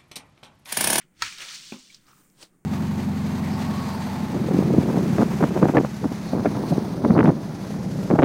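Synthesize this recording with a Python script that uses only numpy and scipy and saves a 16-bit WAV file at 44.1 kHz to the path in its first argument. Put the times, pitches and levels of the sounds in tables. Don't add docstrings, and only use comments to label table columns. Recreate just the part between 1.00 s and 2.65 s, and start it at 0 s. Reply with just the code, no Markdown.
import sys
import numpy as np
from scipy import signal
from scipy.fft import rfft, irfft, next_fast_len
from scipy.io import wavfile
from scipy.ndimage import uniform_filter1d

SR = 44100
rng = np.random.default_rng(int(sys.argv[2]) if len(sys.argv) > 2 else 0)


def pcm_store(signal):
    levels = np.round(np.clip(np.atleast_2d(signal), -1, 1) * 32767)
    wavfile.write(sys.argv[1], SR, levels.astype(np.int16).T)


N = 72765


# (time [s], relative strength [dB])
FIBRE_BREAKS = [(0.2211, -9), (0.2214, 0), (0.2234, -5), (0.2247, -9)]
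# (frequency [Hz], relative level [dB], t60 [s])
STALK_TONES = [(950, -8, .07), (1328, 2, .052), (1485, -1, .04), (1645, -4, .035), (1832, -3, .042),
               (2296, -5, .05), (2620, -7, .045), (3312, -7, .04), (4035, -4, .04), (4425, -4, .047),
               (4995, -7, .04), (5397, -7, .04), (6580, -6, .035)]
STALK_DB, CRACK_DB, CRACK_T60_S = -20.5, -20.5, 0.025
# (frequency [Hz], level per Hz [dB])
CRACK_SPECTRUM = [(100, -28.5), (700, -27), (1050, -8), (1600, 1), (3000, -6), (6500, -7.5), (9500, -17),
                  (11500, -40.5), (14500, -24), (16000, -23.5)]
STALK_LOW_HZ = 884
TONE_LAG_S = .0004
TEAR_DB, TEAR_T60_S = -25, 0.0019
# (frequency [Hz], level per Hz [dB])
TEAR_SPECTRUM = [(1000, -25), (4000, 4), (9500, 0.5), (11500, -12), (14500, 0.5), (16000, -1.5)]
# (frequency [Hz], level [dB], t60 [s])
BOUGH_KNOCK = [(66, -45, 0.068), (119, -52.5, .04)]
# (peak [s], rise [s], fall [s], level [dB])
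BRANCH_RECOIL = [(.218, .035, 0.077, -45)]
# (frequency [Hz], level per Hz [dB])
BRANCH_SPECTRUM = [(25, -6), (70, 7), (130, -0.5), (190, -15.5), (290, -3), (450, -16.5), (900, -21),
                   (3000, -49)]

# (time [s], level of the body [dB], level of the treble [dB])
LEAF_SHAKE = [(0, -59, -66), (0.018, -55.5, -62), (0.072, -78.5, -84.5), (.13, -77.5, -86),
              (0.186, -67.5, -60), (0.217, -44, -46.5), (0.238, -36, -37), (0.274, -37.5, -38),
              (0.309, -47, -42), (.37, -52.5, -48), (0.419, -41, -41), (.47, -47.5, -43.5),
              (0.557, -49.5, -39), (.60, -57.5, -45.5), (.70, -61.5, -46), (.81, -71, -54.5),
              (0.964, -69.5, -55.5), (.99, -72.5, -67), (1.27, -75.5, -89), (1.65, -86.5, -91.5)]
# (frequency [Hz], level per Hz [dB])
LEAF_BODY_SPECTRUM = [(200, -23.5), (750, -21.5), (1000, -9.5), (1400, -0.5), (2300, 1.5), (3300, -6.5),
                      (5000, -30), (16000, -35.5)]
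# (frequency [Hz], level per Hz [dB])
LEAF_TREBLE_SPECTRUM = [(500, -32.5), (2000, -13.5), (3300, -2.5), (4800, -2), (7000, -7), (9300, -13.5),
                        (11500, -31.5), (14500, -23), (16000, -22)]
LEAF_RATE_PER_S, LEAF_SPREAD_DB, LEAF_T60_S = 28000, 1, .006
FLUTTER_DB, FLUTTER_PER_S = 0.55, 52
# (peak [s], rise [s], fall [s], level [dB])
LEAF_SQUEAKS = [(.902, .008, .03, -53)]
# (frequency [Hz], level per Hz [dB])
SQUEAK_SPECTRUM = [(1200, -40), (2050, -16), (2260, 0), (2500, -16), (5000, -40)]

# (time [s], level [dB], centre [Hz], t60 [s])
TICKS = [(0.3255, -36, 2270, 0.022), (0.384, -33, 3520, 0.023), (0.405, -32, 3000, 0.018),
         (.4165, -34, 2420, 0.088), (0.4491, -36, 4630, 0.026), (0.4848, -36.5, 3160, 0.073),
         (0.789, -49.5, 7000, 0.085), (0.925, -47.5, 3760, 0.032), (0.9452, -39.5, 5050, 0.026),
         (1.0675, -57.5, 5000, 0.02), (1.3, -57, 6200, 0.011), (1.4140, -48, 3500, .02),
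         (1.4278, -40, 4500, 0.034), (1.4281, -41, 3120, 0.013)]
TICK_WIDTH_OCT = 0.25

# (time [s], relative strength [dB])
APPLE_LANDINGS = [(.7220, 2), (0.7399, -4.5), (0.7609, -7)]
# (frequency [Hz], relative level [dB], t60 [s])
THUD_TONES = [(220.5, 0.5, 0.093), (255.5, -7, 0.19), (350, -7.5, 0.086), (542, -15, .07),
              (870, -15.5, 0.029), (1130, -33, 0.079), (1350, -26, 0.11)]
# (frequency [Hz], level per Hz [dB])
SOIL_SPECTRUM = [(40, -28), (130, -18), (300, 2), (700, -5), (980, 1.5), (1350, -2.5), (1750, -9.5),
                 (2600, -2.5), (6000, -39), (16000, -26)]
THUD_DB, THUD_LOW_HZ = -32, 160
SOIL_DB, SOIL_T60_S = -35.5, 0.016
SOIL_POWER = 1.8
SCATTER_DB, SCATTER_T60_S = -45, 0.22

# (peak [s], rise [s], fall [s], level [dB])
SHOE_SCUFFS = [(.415, .04, 0.13, -45.5), (1.428, 0.059, 0.047, -46)]
# (frequency [Hz], level per Hz [dB])
LITTER_SPECTRUM = [(100, -12), (220, -13.5), (350, 1), (700, -3), (1800, -5.5), (2400, -7), (4400, -2),
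                   (6500, -8), (9300, -4), (11500, -27), (14500, -15.5), (16000, -20)]
# (time [s], level [dB])
HEEL_STEPS = [(1.4331, -51)]
# (frequency [Hz], relative level [dB], t60 [s])
HEEL_TONES = [(322, -3.5, 0.12), (520, 10.5, 0.013)]
# (peak [s], rise [s], fall [s], level [dB])
CLOTH_BRUSHES = [(1.085, 0.04, 0.15, -54.5), (1.18, 0.012, 0.1, -67), (1.535, .04, .1, -75)]
# (frequency [Hz], level per Hz [dB])
CLOTH_SPECTRUM = [(200, -5), (700, -12.5), (1050, 2), (1200, 3), (1340, 2), (1800, -10), (3800, -12.5),
                  (6000, -11), (9300, -22), (11500, -31), (14500, -28), (16000, -10)]
# (peak [s], rise [s], fall [s], level [dB])
SLEEVE_SLIDES = [(1.19, .3, 0.37, -62.5)]
# (frequency [Hz], level per Hz [dB])
SLEEVE_SPECTRUM = [(1000, -28.5), (4000, -16.5), (6500, -2.5), (9300, 1), (11500, -12.5), (14500, 2),
                   (16000, -4)]

# (frequency [Hz], level per Hz [dB])
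AIR_SPECTRUM = [(20, 5), (50, -10.5), (95, -10), (130, 2), (180, 3.5), (250, -2.5), (350, -4.5),
                (550, -14.5), (900, -19.5), (2000, -22), (3700, -59.5), (6500, -29), (9300, -23.5),
                (11500, -38.5), (15000, -28)]
AIR_DB = -63

TOP_HZ = 15900
CRACKLE_PITCHES = 48


def stalk():
    first, main = FIBRE_BREAKS[0][0], FIBRE_BREAKS[1][0]
    wood = np.zeros(N)
    for tone in STALK_TONES:
        start = main + rng.uniform(0, TONE_LAG_S)
        wood += ring(start, [tone]) * rng.choice([-1, 1])
    burst = np.sqrt(sum((undb(db) * fade(at, CRACK_T60_S)) ** 2 for at, db in FIBRE_BREAKS))
    snap = undb(STALK_DB) * wood + undb(CRACK_DB) * burst * noise(CRACK_SPECTRUM)
    tear = undb(TEAR_DB) * fade(first, TEAR_T60_S) * noise(TEAR_SPECTRUM)
    knock = ring(first, BOUGH_KNOCK)
    recoil = swells(BRANCH_RECOIL) * noise(BRANCH_SPECTRUM)
    return highpass(snap, STALK_LOW_HZ, order=4) + tear + knock + recoil


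def leaves():
    times, body_db, treble_db = np.array(LEAF_SHAKE).T
    t = np.arange(N) / SR
    flutter = FLUTTER_DB * walk(FLUTTER_PER_S)
    rustle = np.zeros(N)
    for db, spectrum in [(body_db, LEAF_BODY_SPECTRUM), (treble_db, LEAF_TREBLE_SPECTRUM)]:
        level = undb(np.interp(t, times, db) + flutter)
        contacts = crackle(LEAF_RATE_PER_S, LEAF_SPREAD_DB, LEAF_T60_S)
        rustle += level * colour(contacts, spectrum)
    return rustle + swells(LEAF_SQUEAKS) * noise(SQUEAK_SPECTRUM)


def ticks():
    out = np.zeros(N)
    skirt = 2 ** TICK_WIDTH_OCT
    for at, db, hz, t60 in TICKS:
        shape = [(700, -30), (hz / skirt, -8), (hz, 0), (hz * skirt, -8), (11500, -32)]
        out += undb(db) * fade(at, t60) * noise(shape)
    return out


def fallen_apple():
    thuds = sum(undb(THUD_DB + db) * ring(at, THUD_TONES) for at, db in APPLE_LANDINGS)
    crunch = sum(undb(SOIL_DB + SOIL_POWER * db) * fade(at, SOIL_T60_S) for at, db in APPLE_LANDINGS)
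    scatter = undb(SCATTER_DB) * fade(APPLE_LANDINGS[0][0], SCATTER_T60_S)
    soil = (crunch + scatter) * noise(SOIL_SPECTRUM)
    return highpass(thuds + soil, THUD_LOW_HZ, order=2)


def picker():
    litter = crackle(rate=20000, spread_db=0.5, t60=0.004)
    shoes = swells(SHOE_SCUFFS) * colour(litter, LITTER_SPECTRUM)
    heel = sum(undb(db) * ring(at, HEEL_TONES) for at, db in HEEL_STEPS)
    brushing = crackle(rate=40000, spread_db=3.5, t60=0.0097)
    cloth = swells(CLOTH_BRUSHES) * colour(brushing, CLOTH_SPECTRUM)
    sliding = crackle(rate=15000, spread_db=3.0, t60=.002)
    sleeve = swells(SLEEVE_SLIDES) * colour(sliding, SLEEVE_SPECTRUM)
    return shoes + heel + cloth + sleeve


def air():
    return undb(AIR_DB) * noise(AIR_SPECTRUM)


def crackle(rate, spread_db, t60):
    out = np.zeros(N)
    for k in range(CRACKLE_PITCHES):
        hz = TOP_HZ * (k + rng.random()) / CRACKLE_PITCHES
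        hits = np.flatnonzero(rng.random(N) < rate / CRACKLE_PITCHES / SR)
        chance, turn = rng.random((2, N))[:, hits]
        size_db = -spread_db * np.log(np.maximum(chance, .002))
        push = np.zeros(N, complex)
        push[hits] = undb(size_db) * np.exp(2j * np.pi * turn)
        pole = np.exp((2j * np.pi * hz - np.log(1000) / t60) / SR)
        out += signal.lfilter([1], [1, -pole], push + 1e-18).real
    return unit(out)


def ring(start, modes):
    age = np.arange(N) / SR - start
    return sum(undb(db) * fade(start, t60) * np.sin(2 * np.pi * hz * age) for hz, db, t60 in modes)


def fade(start, t60):
    age = np.arange(N) / SR - start
    return (age >= 0) * np.exp(-np.log(1000) * np.maximum(age, 0) / t60)


def swells(rows):
    t = np.arange(N) / SR
    out = np.zeros(N)
    for at, rise, fall, db in rows:
        drop_db = 20 * np.maximum((at - t) / rise, (t - at) / fall)
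        out += undb(db - drop_db)
    return out


def walk(rate):
    k = max(int(SR / rate), 1)
    steps = rng.standard_normal(N)[np.arange(N) // k]
    return unit(uniform_filter1d(steps, k))


def noise(points):
    return colour(rng.standard_normal(N), points)


def colour(x, points):
    hz, db = np.array(points, float).T
    size = 2 * next_fast_len(N)
    f = np.maximum(np.arange(size // 2 + 1) * SR / size, 1)
    gain = undb(np.interp(np.log(f), np.log(hz), db))
    cepstrum = irfft(np.log(gain))
    cepstrum[1:size // 2] *= 2
    cepstrum[size // 2 + 1:] = 0
    response = np.exp(rfft(cepstrum))
    return unit(irfft(rfft(x, size) * response)[:N])


def highpass(x, hz, order):
    return signal.sosfilt(signal.butter(order, hz, "high", fs=SR, output="sos"), x)


def unit(x):
    return x / np.sqrt(np.mean(x ** 2) + 1e-24)


def undb(db):
    return 10 ** (np.asarray(db) / 20)


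def scene():
    mix = stalk() + leaves() + ticks() + fallen_apple() + picker() + air()
    return mix[None]


def record(dry):
    lowpass = signal.ellip(10, .2, 70, TOP_HZ, fs=SR, output="sos")
    return signal.sosfilt(lowpass, dry)


dry = scene()
out = record(dry)
pcm_store(out)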